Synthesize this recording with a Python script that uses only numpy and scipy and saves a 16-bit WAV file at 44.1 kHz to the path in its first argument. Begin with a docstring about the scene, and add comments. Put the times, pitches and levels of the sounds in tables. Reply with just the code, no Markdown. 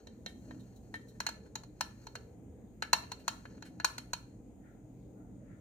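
"""A metal spoon stirs thick liquid in a footed glass, heard close up through a pair of microphone ports.
Knocks and slides set the glass's ringing modes going, and the liquid makes them die out fast.
Each contact adds a noisy crack and a treble splash; rubbing feeds noise to the same modes, plus a thin hiss.
The quiet room adds a short noise tail, over a low appliance rumble, hums, thin hiss and faint soft swells."""
import sys
import numpy as np
from scipy import signal
from scipy.io import wavfile
from scipy.ndimage import uniform_filter1d

SR = 44100
rng = np.random.default_rng(int(sys.argv[2]) if len(sys.argv) > 2 else 0)


def unload_wav(signal):
    """Save mono or channel-first audio to the path in sys.argv[1] as 16-bit WAV at rate SR, clipped to [-1, 1]."""
    wavfile.write(
        sys.argv[1],
        SR,
        np.round(np.clip(np.atleast_2d(signal).T, -1, 1) * 32767).astype(np.int16),
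    )


N = 247216


def from_db(db):
    """Turn a level in dB into a gain."""
    return 10 ** (np.asarray(db) / 20)


def rms_one(x):
    """Scale a sound to an rms level of 1."""
    return x / np.sqrt(np.mean(x ** 2) + 1e-20)


def at_hz(points, hz):
    """Read a (pitch_hz, value) table on a log-pitch axis."""
    pitch_hz, value = np.array(points).T
    return np.interp(np.log(hz), np.log(pitch_hz + 1e-9), value)


def drift(rate_hz):
    """Slow random wander of spread 1: noise smoothed twice at one fortieth of the sample rate."""
    r = np.exp(-2 * np.pi * rate_hz * 40 / SR)
    noise = rng.standard_normal(N // 40 + 2002)
    slow = signal.lfilter([1], [1, -2 * r, r * r], noise)[2000:]   # skip the filter's start
    return np.interp(np.arange(N) / 40, np.arange(len(slow)), rms_one(slow))


def band_pass(x, low_hz, high_hz):
    """Keep only the pitches between two edges."""
    return signal.sosfilt(signal.butter(2, [low_hz, high_hz], "band", fs=SR, output="sos"), x)


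# how alike the room noise is in the two ports: (pitch_hz, likeness; below 0 is used as 0)
LIKENESS = [(60, 0.95), (180, 0.95), (550, 0.71), (1650, -0.33), (4970, -0.44), (15000, -0.088)]
# which port hears more of the room noise: (pitch_hz, left_over_right_db)
BACKGROUND_BALANCE = [(60, -1), (240, -0.5), (950, 3), (3770, 3.5), (15000, 9.5)]


def ports(mid, side, hz):
    """Mix two noises so the ports are as alike and as balanced as the tables say at this pitch."""
    alike = np.clip(at_hz(LIKENESS, hz), 0, 1)
    pan_db = at_hz(BACKGROUND_BALANCE, hz) / 2
    both = np.sqrt(1 + alike) * mid + np.sqrt(1 - alike) * side * [[1], [-1]]
    return from_db([[pan_db], [-pan_db]]) * both


def noisy_bands(bands):
    """Send noise twice through a resonance for each (pitch_hz, width_hz, level_db)."""
    out = 0
    for hz, width_hz, level_db in bands:
        b, a = signal.iirpeak(hz, hz / width_hz, fs=SR)
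        noise = ports(*rng.standard_normal((2, N)), hz)
        twice = signal.lfilter(b, a, signal.lfilter(b, a, noise))
        out = out + from_db(level_db) * rms_one(twice)
    return out


# tone colour of the rumble: (pitch_hz, relative_db_per_hz)
RUMBLE_COLOUR = [(28, -33), (45, -3), (110, -4.5), (150, -10), (200, -4), (330, -14.5), (445, -11.5),
                 (520, -20), (700, -20), (1030, -44), (1800, -40), (3000, -47), (10000, -59.5),
                 (15500, -50.5)]
RUMBLE_DB = -55


def rumble(patchy_db):
    """Low appliance rumble: third-octave bands of noise, each flickering a little in level."""
    out = 0
    edges_hz = 25 * 2 ** (np.arange(29) / 3)
    white = rng.standard_normal((2, 2, N))   # neighbouring bands use different noise
    for k, (low_hz, high_hz) in enumerate(zip(edges_hz, edges_hz[1:])):
        mid, side = band_pass(white[k % 2], low_hz, high_hz)
        hz = np.sqrt(low_hz * high_hz)
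        gain = from_db(at_hz(RUMBLE_COLOUR, hz) + patchy_db * drift(3.1))
        out = out + gain * ports(mid, side, hz)
    return from_db(RUMBLE_DB) * rms_one(out)


# mains hum: (pitch_hz, width_hz, level_db)
MAINS = [(119.44, 3.8, -61)]
# thin hiss: (pitch_hz, width_hz, level_db)
HISS = [(6760, 900, -81.5), (8400, 1400, -86.5), (15100, 1500, -90.5)]


def mains_and_hiss():
    """Steady background: a narrow noise band for the mains hum, wider ones for the hiss."""
    return noisy_bands(MAINS + HISS)


# upper hum bands: (pitch_hz, width_hz, relative_db)
HUM = [(195, 49, -5.5), (263, 23, -8), (306.3, 37, -7.5)]
HUM_DB, WAVER_DB, WAVER_HZ = -58, 3.5, 3.6   # level added to every band; size and rate of the waver


def wavering_hum():
    """The upper hum bands waver together in level at random."""
    return from_db(HUM_DB + WAVER_DB * drift(WAVER_HZ)) * noisy_bands(HUM)


# faint soft swells of midrange noise in the room: (top_s, low_band_db, high_band_db, rise_db_per_s)
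SWELLS = [(4.666, -70.5, -70, 260.5), (5.18, -72, -83, 695), (5.522, -73, -69, 141)]
# the two noise bands of a swell: (pitch_hz, width_hz, relative_db)
SWELL_BANDS = [(1395, 230, 0.0017), (1800, 590, 0.0038)]
SWELL_FALL_DB_PER_S = 108


def swells():
    """Each swell climbs to its top and fades more slowly, in two noise bands."""
    rows = np.array(SWELLS)
    late_s = np.arange(N) / SR - rows[:, :1]
    shape_db = np.where(late_s < 0, rows[:, -1:] * late_s, -SWELL_FALL_DB_PER_S * late_s)
    out = 0
    for k, band in enumerate(SWELL_BANDS):
        gain = from_db(rows[:, k + 1, None] + shape_db).sum(axis=0)
        out = out + gain * noisy_bands([band])
    return out


def background():
    """Everything but the glass, with its lowest and highest pitches cut."""
    far = rumble(patchy_db=2.5) + mains_and_hiss() + wavering_hum() + swells()
    far = signal.sosfilt(signal.butter(4, 37.2, "high", fs=SR, output="sos"), far)
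    return signal.sosfilt(signal.cheby2(12, 40, 15900, fs=SR, output="sos"), far)


# how long the room tail takes to fade by 60 dB: (pitch_hz, fade_s)
ROOM_FADE = [(500, 0.31), (1500, 0.34), (4000, 0.39), (9000, 0.085), (15000, 0.67)]
ROOM_DB = -14


def room(x, onset_s):
    """Spread-out tail: octave bands of noise fading at their own rates, unrelated in the two ports."""
    t = np.arange(SR // 2) / SR
    tail = 0
    for low_hz in 250 * 2. ** np.arange(6):
        noise = band_pass(rng.standard_normal((2, len(t))), low_hz, 2 * low_hz)
        tail = tail + noise * from_db(-60 * t / at_hz(ROOM_FADE, low_hz * np.sqrt(2)))
    tail *= 1 - np.exp(-(t / onset_s) ** 2)   # the first walls take a moment to answer
    tail /= np.sqrt(np.sum(tail ** 2) / 2)
    return from_db(ROOM_DB) * signal.fftconvolve(x, tail, axes=1)[:, :N]


# spoon rubbing the wall, one list per spell: (time_s, mode_feed_db, hiss_db), both before later gains
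RUB = [
    [(0.0, -77.5, -102), (0.33, -98, -82), (0.46, -76, -79.5), (0.74, -87, -87), (1.02, -85, -84),
     (1.15, -83, -86), (1.47, -82.5, -89), (1.62, -110, -98), (1.85, -79, -93), (2.03, -79.5, -82),
     (2.27, -83, -89), (2.35, -97, -97)],
    [(2.8, -95, -89.5), (2.874, -94.5, -88.5), (2.996, -69, -82), (3.226, -79, -90), (3.382, -74, -80),
     (3.69, -86.5, -92.5), (3.838, -83, -90.5), (3.908, -84, -87), (4.034, -79.5, -87), (4.168, -91, -87),
     (4.27, -86, -87.5), (4.4, -94.5, -95)],
]


def rub_strength(column):
    """Gain of the rubbing in time, practically silent outside its spells."""
    t = np.arange(N) / SR
    out = 0
    for rows in map(np.array, RUB):
        out = out + from_db(np.interp(t, rows[:, 0], rows[:, column], left=-200, right=-200))
    return out


# colour of the rubbing hiss: (pitch_hz, width_hz, relative_db)
RUB_HISS = [(6654, 1800, 4.5), (11500, 7000, -2)]


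def rub_hiss():
    """Thin treble noise that follows the rubbing."""
    return rub_strength(column=2) * noisy_bands(RUB_HISS)


# spoon knocks: (start_s, ring_db, crack_over_ring_db before a later cut,
#                place 0 side wall, 1 lower wall, 2 bottom, brightness_db_per_octave)
KNOCKS = [(0.07, -54.5, 11, 2.4, 0), (0.261, -43, 4, 1.87, 0.5), (0.508, -52.5, -5, 0.63, -7),
          (0.94, -46.5, 16, 1, -1.5), (1.202, -35.5, 20, 0.35, 1), (1.265, -34.5, 18.5, 0.66, 3.5),
          (1.288, -39.5, 20.5, 0.44, -1), (1.554, -38.5, 8, 0, 0.5), (1.634, -55, 21, 0.21, -1.5),
          (1.808, -30.5, 19.5, 0.059, 0), (2.068, -45, 0, 0, -1.5), (2.153, -42, 19, 0.41, -0.5),
          (2.822, -35.5, 17, 1.25, -1), (2.849, -53, 6.5, 1.2, -2), (2.93, -20.5, 19.5, 0.17, 0),
          (3.034, -56.5, 3, 1.92, -4), (3.117, -39.5, 19, 0.1, 0.5), (3.279, -28, 16.5, 0, 0),
          (3.453, -53, 8, 1, -3.5), (3.578, -65.5, 9, 0.66, -4.5), (3.623, -49.5, 7, .4, 1),
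          (3.799, -43.5, 7, 1, -1.5), (3.845, -25, 22.5, 0.17, -0.5), (3.98, -42.5, 26.5, 0.37, 0.5),
          (4.132, -34, 19.5, 0.12, 0.5)]
# short slides of the spoon: (start_s, ring_db, favoured_pitch_hz, rise_s)
SLIDES = [(0.27, -46, 1950, 0.013), (0.591, -57, 3840, 0.0089), (0.757, -59.5, 5340, 0.0057),
          (0.948, -40, 2090, 0.0049), (1.008, -54.5, 2300, 0.0051), (1.078, -56.5, 5100, 0.0078),
          (1.14, -60, 1500, .013), (1.454, -55, 1250, 0.0062), (2.83, -39, 1800, 0.003),
          (3.186, -51, 3230, .012), (3.645, -42, 2180, 0.011)]
KNOCK_RISE_S = .0007   # time for a knock's force to reach its peak
KNOCK_RING, SLIDE_RING = .92, 0.9   # share of each mode's fade time


def contacts():
    """Sample index, force and ring share of each contact: the force rises quickly to 1, then falls."""
    start_s = np.array([[row[0]] for row in KNOCKS + SLIDES])
    rise_s = np.r_[[KNOCK_RISE_S] * len(KNOCKS), np.array(SLIDES)[:, -1]]
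    lag = np.arange(4400)
    age = lag / SR / np.clip(rise_s, 2e-4, .02)[:, None]
    force = age * np.exp(1 - age)
    index = np.round(start_s * SR).astype(int) + lag
    sliding = np.arange(len(start_s))[:, None] >= len(KNOCKS)
    return index, force, np.where(sliding, SLIDE_RING, KNOCK_RING)


# middle pitch of each group of modes: (pitch_hz)
GROUP_HZ = [500, 950, 1700, 2950, 4200, 6500]
# one row per struck place 0, 1, 2; one column per group of modes: (level_db)
PLACES = [(-16.5, 1, -12.5, -7.5, -5, -7.5), (-6.5, -4, 1, -3, -4.5, -12.5), (8, -10, -9.5, 2, -2.5, -9.5)]
SLIDE_DB_PER_OCT, SLIDE_CRACK_DB = 18.5, -4.5   # fall-off from favoured pitch; crack over ring before a cut


def colours():
    """Group and crack levels: knocks follow place and brightness, slides favour one pitch."""
    _, ring_db, crack_db, place, bright_db = np.transpose(KNOCKS)
    octaves = np.log2(np.array(GROUP_HZ) / GROUP_HZ[2])
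    struck_db = np.transpose([np.interp(place, range(len(PLACES)), group) for group in np.transpose(PLACES)])
    knocks_db = ring_db[:, None] + struck_db + bright_db[:, None] * octaves
    _, slide_db, favoured_hz, _ = np.transpose(SLIDES)
    away_octaves = abs(np.log2(GROUP_HZ / favoured_hz[:, None]))
    slides_db = slide_db[:, None] - SLIDE_DB_PER_OCT * away_octaves
    return np.vstack([knocks_db, slides_db]), np.r_[ring_db + crack_db, slide_db + SLIDE_CRACK_DB]


def bursts(index, force, level_db, fade_s, pan_db, spread, low_hz, top_hz):
    """Broad noise that follows the force of each contact and dies away."""
    out = np.zeros((2, N))
    mid, side = rng.standard_normal((2, *force.shape))
    fade = from_db(-60 / (fade_s * SR))
    swing = signal.lfilter([1 - fade], [1, -fade], force)
    for k, sign in enumerate((1, -1)):
        gain = from_db(level_db[:, None] + sign * pan_db / 2)
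        np.add.at(out[k], index, gain * swing * (mid + spread * sign * side))
    return band_pass(out, low_hz, top_hz)


def crack(index, force, crack_db):
    """The noisy crack of each contact."""
    return bursts(index, force, crack_db - 14, fade_s=0.031, pan_db=5.5, spread=0.81, low_hz=600, top_hz=9300)


KNOCK_SPLASH_DB, SLIDE_SPLASH_DB = 2.5, -5   # splash over the top group of modes


def splash(index, force, top_group_db):
    """The top modes are so dense that they blur into a splash of treble noise."""
    extra_db = np.r_[[KNOCK_SPLASH_DB] * len(KNOCKS), [SLIDE_SPLASH_DB] * len(SLIDES)]
    return bursts(index, force, top_group_db + extra_db,
                  fade_s=0.025, pan_db=4.0, spread=0.98, low_hz=7500, top_hz=15200)


# modes of the filled glass: (pitch_hz, level_db, fade_s for 60 dB before contact damping,
#                            left_over_right_db, left_lead_rad)
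GLASS = [(515, 7, 0.015, -5.5, 1.85), (674, 5, 0.033, 3, 2), (881, 3.5, 0.023, 1.5, -0.1),
         (930, -1, 0.049, 2.5, -1.25), (1030, 3.5, 0.023, 4.5, 1.47), (1375, 9.5, 0.023, -0.5, 1.97),
         (1517, 5, 0.031, 8.5, -0.2), (1716, 7.5, 0.048, 2, 1.8), (1966, 0.5, 0.017, 12, -0.8),
         (2201, -2.5, 0.039, 11, 1.46), (2473, -3.5, 0.056, -5.5, 1.1), (2766, -2.5, 0.069, -1.5, .8),
         (3100, -9.5, 0.11, 5, 0.04), (3805, -11.5, 0.09, -8.5, -5.2), (4366, 2, 0.017, 3, 0.2),
         (4070, 5, .03, -1.5, 1.38), (4260, 1.5, 0.075, -9.5, 1.87), (4276, 3.5, 0.063, -5, 2.1),
         (5420, -3.5, 0.04, -3, 3.4), (5680, 4, 0.024, -6.5, 0.66), (5840, -8, .03, 7.5, -4),
         (6084, 3.5, .025, 9, -2.3), (6600, 5, 0.022, 8, -5.5), (6670, 5.5, 0.026, 8.5, -5),
         (7020, -4, 0.032, 3, -1), (7465, -8, 0.018, -1.5, -1), (7630, -2, 0.03, 8.5, -5),
         (8210, -15.5, 0.013, 13.5, 8)]
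# middle modes before the layers of liquid have mixed: (mode_hz, pitch_shift_percent, level_change_db)
UNMIXED = [(1034, -0.5, 0), (1500, 2, -7), (1754, 6.5, 4.5), (1943, 2, -6), (2133, 2.5, 6.5),
           (2430, 2, -13), (2730, -0.5, -10), (3160, 2.1, 7), (3800, -2, 6), (4130, -2.5, 5),
           (4220, -6.5, -2), (4330, -1, 2.5), (5500, 0.5, 0)]
MIXED_S = 1.15   # contacts starting before this use the unmixed modes
SCATTER_DB, DETUNE = 2.2, .004   # random spread per contact and mode: level, share of pitch
SKID, SLOSH = .07, .055   # random phase steps in radians per sample
RUB_FEED_DB, RUB_DAMPING = -29.0, 2.1   # level added to the rub; how many times faster modes fade under it
RUB_LOW_DB, RUB_SPLIT_HZ = 2, 2600   # rub boost for modes below the split


def glass(groups_db, ring_share, index, force):
    """Each contact drives every mode at its own strength and tuning; rubbing feeds them more damped."""
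    force = force / force.sum(axis=1, keepdims=True)
    scatter, tuning = rng.standard_normal((2, len(index), len(GLASS), 1))
    unevenness = from_db(3.4 * drift(30) + RUB_FEED_DB)
    grit = rng.standard_normal(N) * unevenness * rub_strength(column=1)
    out = np.zeros((2, N))
    age_s = np.arange(index.shape[1]) / SR
    early = index[:, :1] < MIXED_S * SR
    near_hz, shift_percent, shift_db = np.transpose(UNMIXED)
    for k, (hz, level_db, fade_s, pan_db, lead_rad) in enumerate(GLASS):
        # rubbing: grit through one ringing mode
        pole = from_db(-60 * RUB_DAMPING / (fade_s * SR)) * np.exp(2j * np.pi * hz / SR)
        feed = from_db(RUB_LOW_DB * (hz < RUB_SPLIT_HZ))
        ring = signal.lfilter([feed], [1, -pole], grit + 1e-18)

        # a long contact loses step with the mode
        start_rad = rng.uniform(0, 2 * np.pi, (len(index), 1))
        slip = start_rad + SKID * np.cumsum(rng.standard_normal(force.shape), axis=1)
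        # moving liquid blurs the pitch while it rings
        blur = SLOSH * np.cumsum(rng.standard_normal(force.shape), axis=1)
        fade = from_db(-60 * age_s / (fade_s * ring_share))
        swing = fade * np.cumsum(force * np.exp(1j * slip) / fade, axis=1)

        group_db = np.array([[np.interp(np.log(hz), np.log(GROUP_HZ), row)] for row in groups_db])
        group_db = group_db + early * np.interp(hz, near_hz, shift_db)
        unmixed_shift = early * np.interp(hz, near_hz, shift_percent) / 100
        tuned_hz = hz * (1 + DETUNE * tuning[:, k] + unmixed_shift)
        swing *= from_db(group_db + SCATTER_DB * scatter[:, k])
        swing *= np.exp(2j * np.pi * tuned_hz * age_s + 1j * blur)
        for at, one in zip(index, swing):
            ring[at[0]:at[-1] + 1] += one

        # each mode radiates its own way toward the two ports
        for port, sign in enumerate((1, -1)):
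            gain = from_db(level_db + sign * pan_db / 2)
            out[port] += gain * (ring * np.exp(1j * sign * lead_rad / 2)).imag
    return out


def scene():
    """Spoon and glass, their room tail and the background."""
    index, force, ring_share = contacts()
    groups_db, crack_db = colours()
    near = glass(groups_db, ring_share, index, force)
    near = near + crack(index, force, crack_db)
    near = near + splash(index, force, groups_db[:, -1])
    near = near + rub_hiss()
    return near + room(near, onset_s=.005) + background()


def record(dry):
    """Cut the very top steeply."""
    return signal.sosfilt(signal.cheby2(14, 70, 16800, fs=SR, output="sos"), dry)


dry = scene()
out = record(dry)
unload_wav(out)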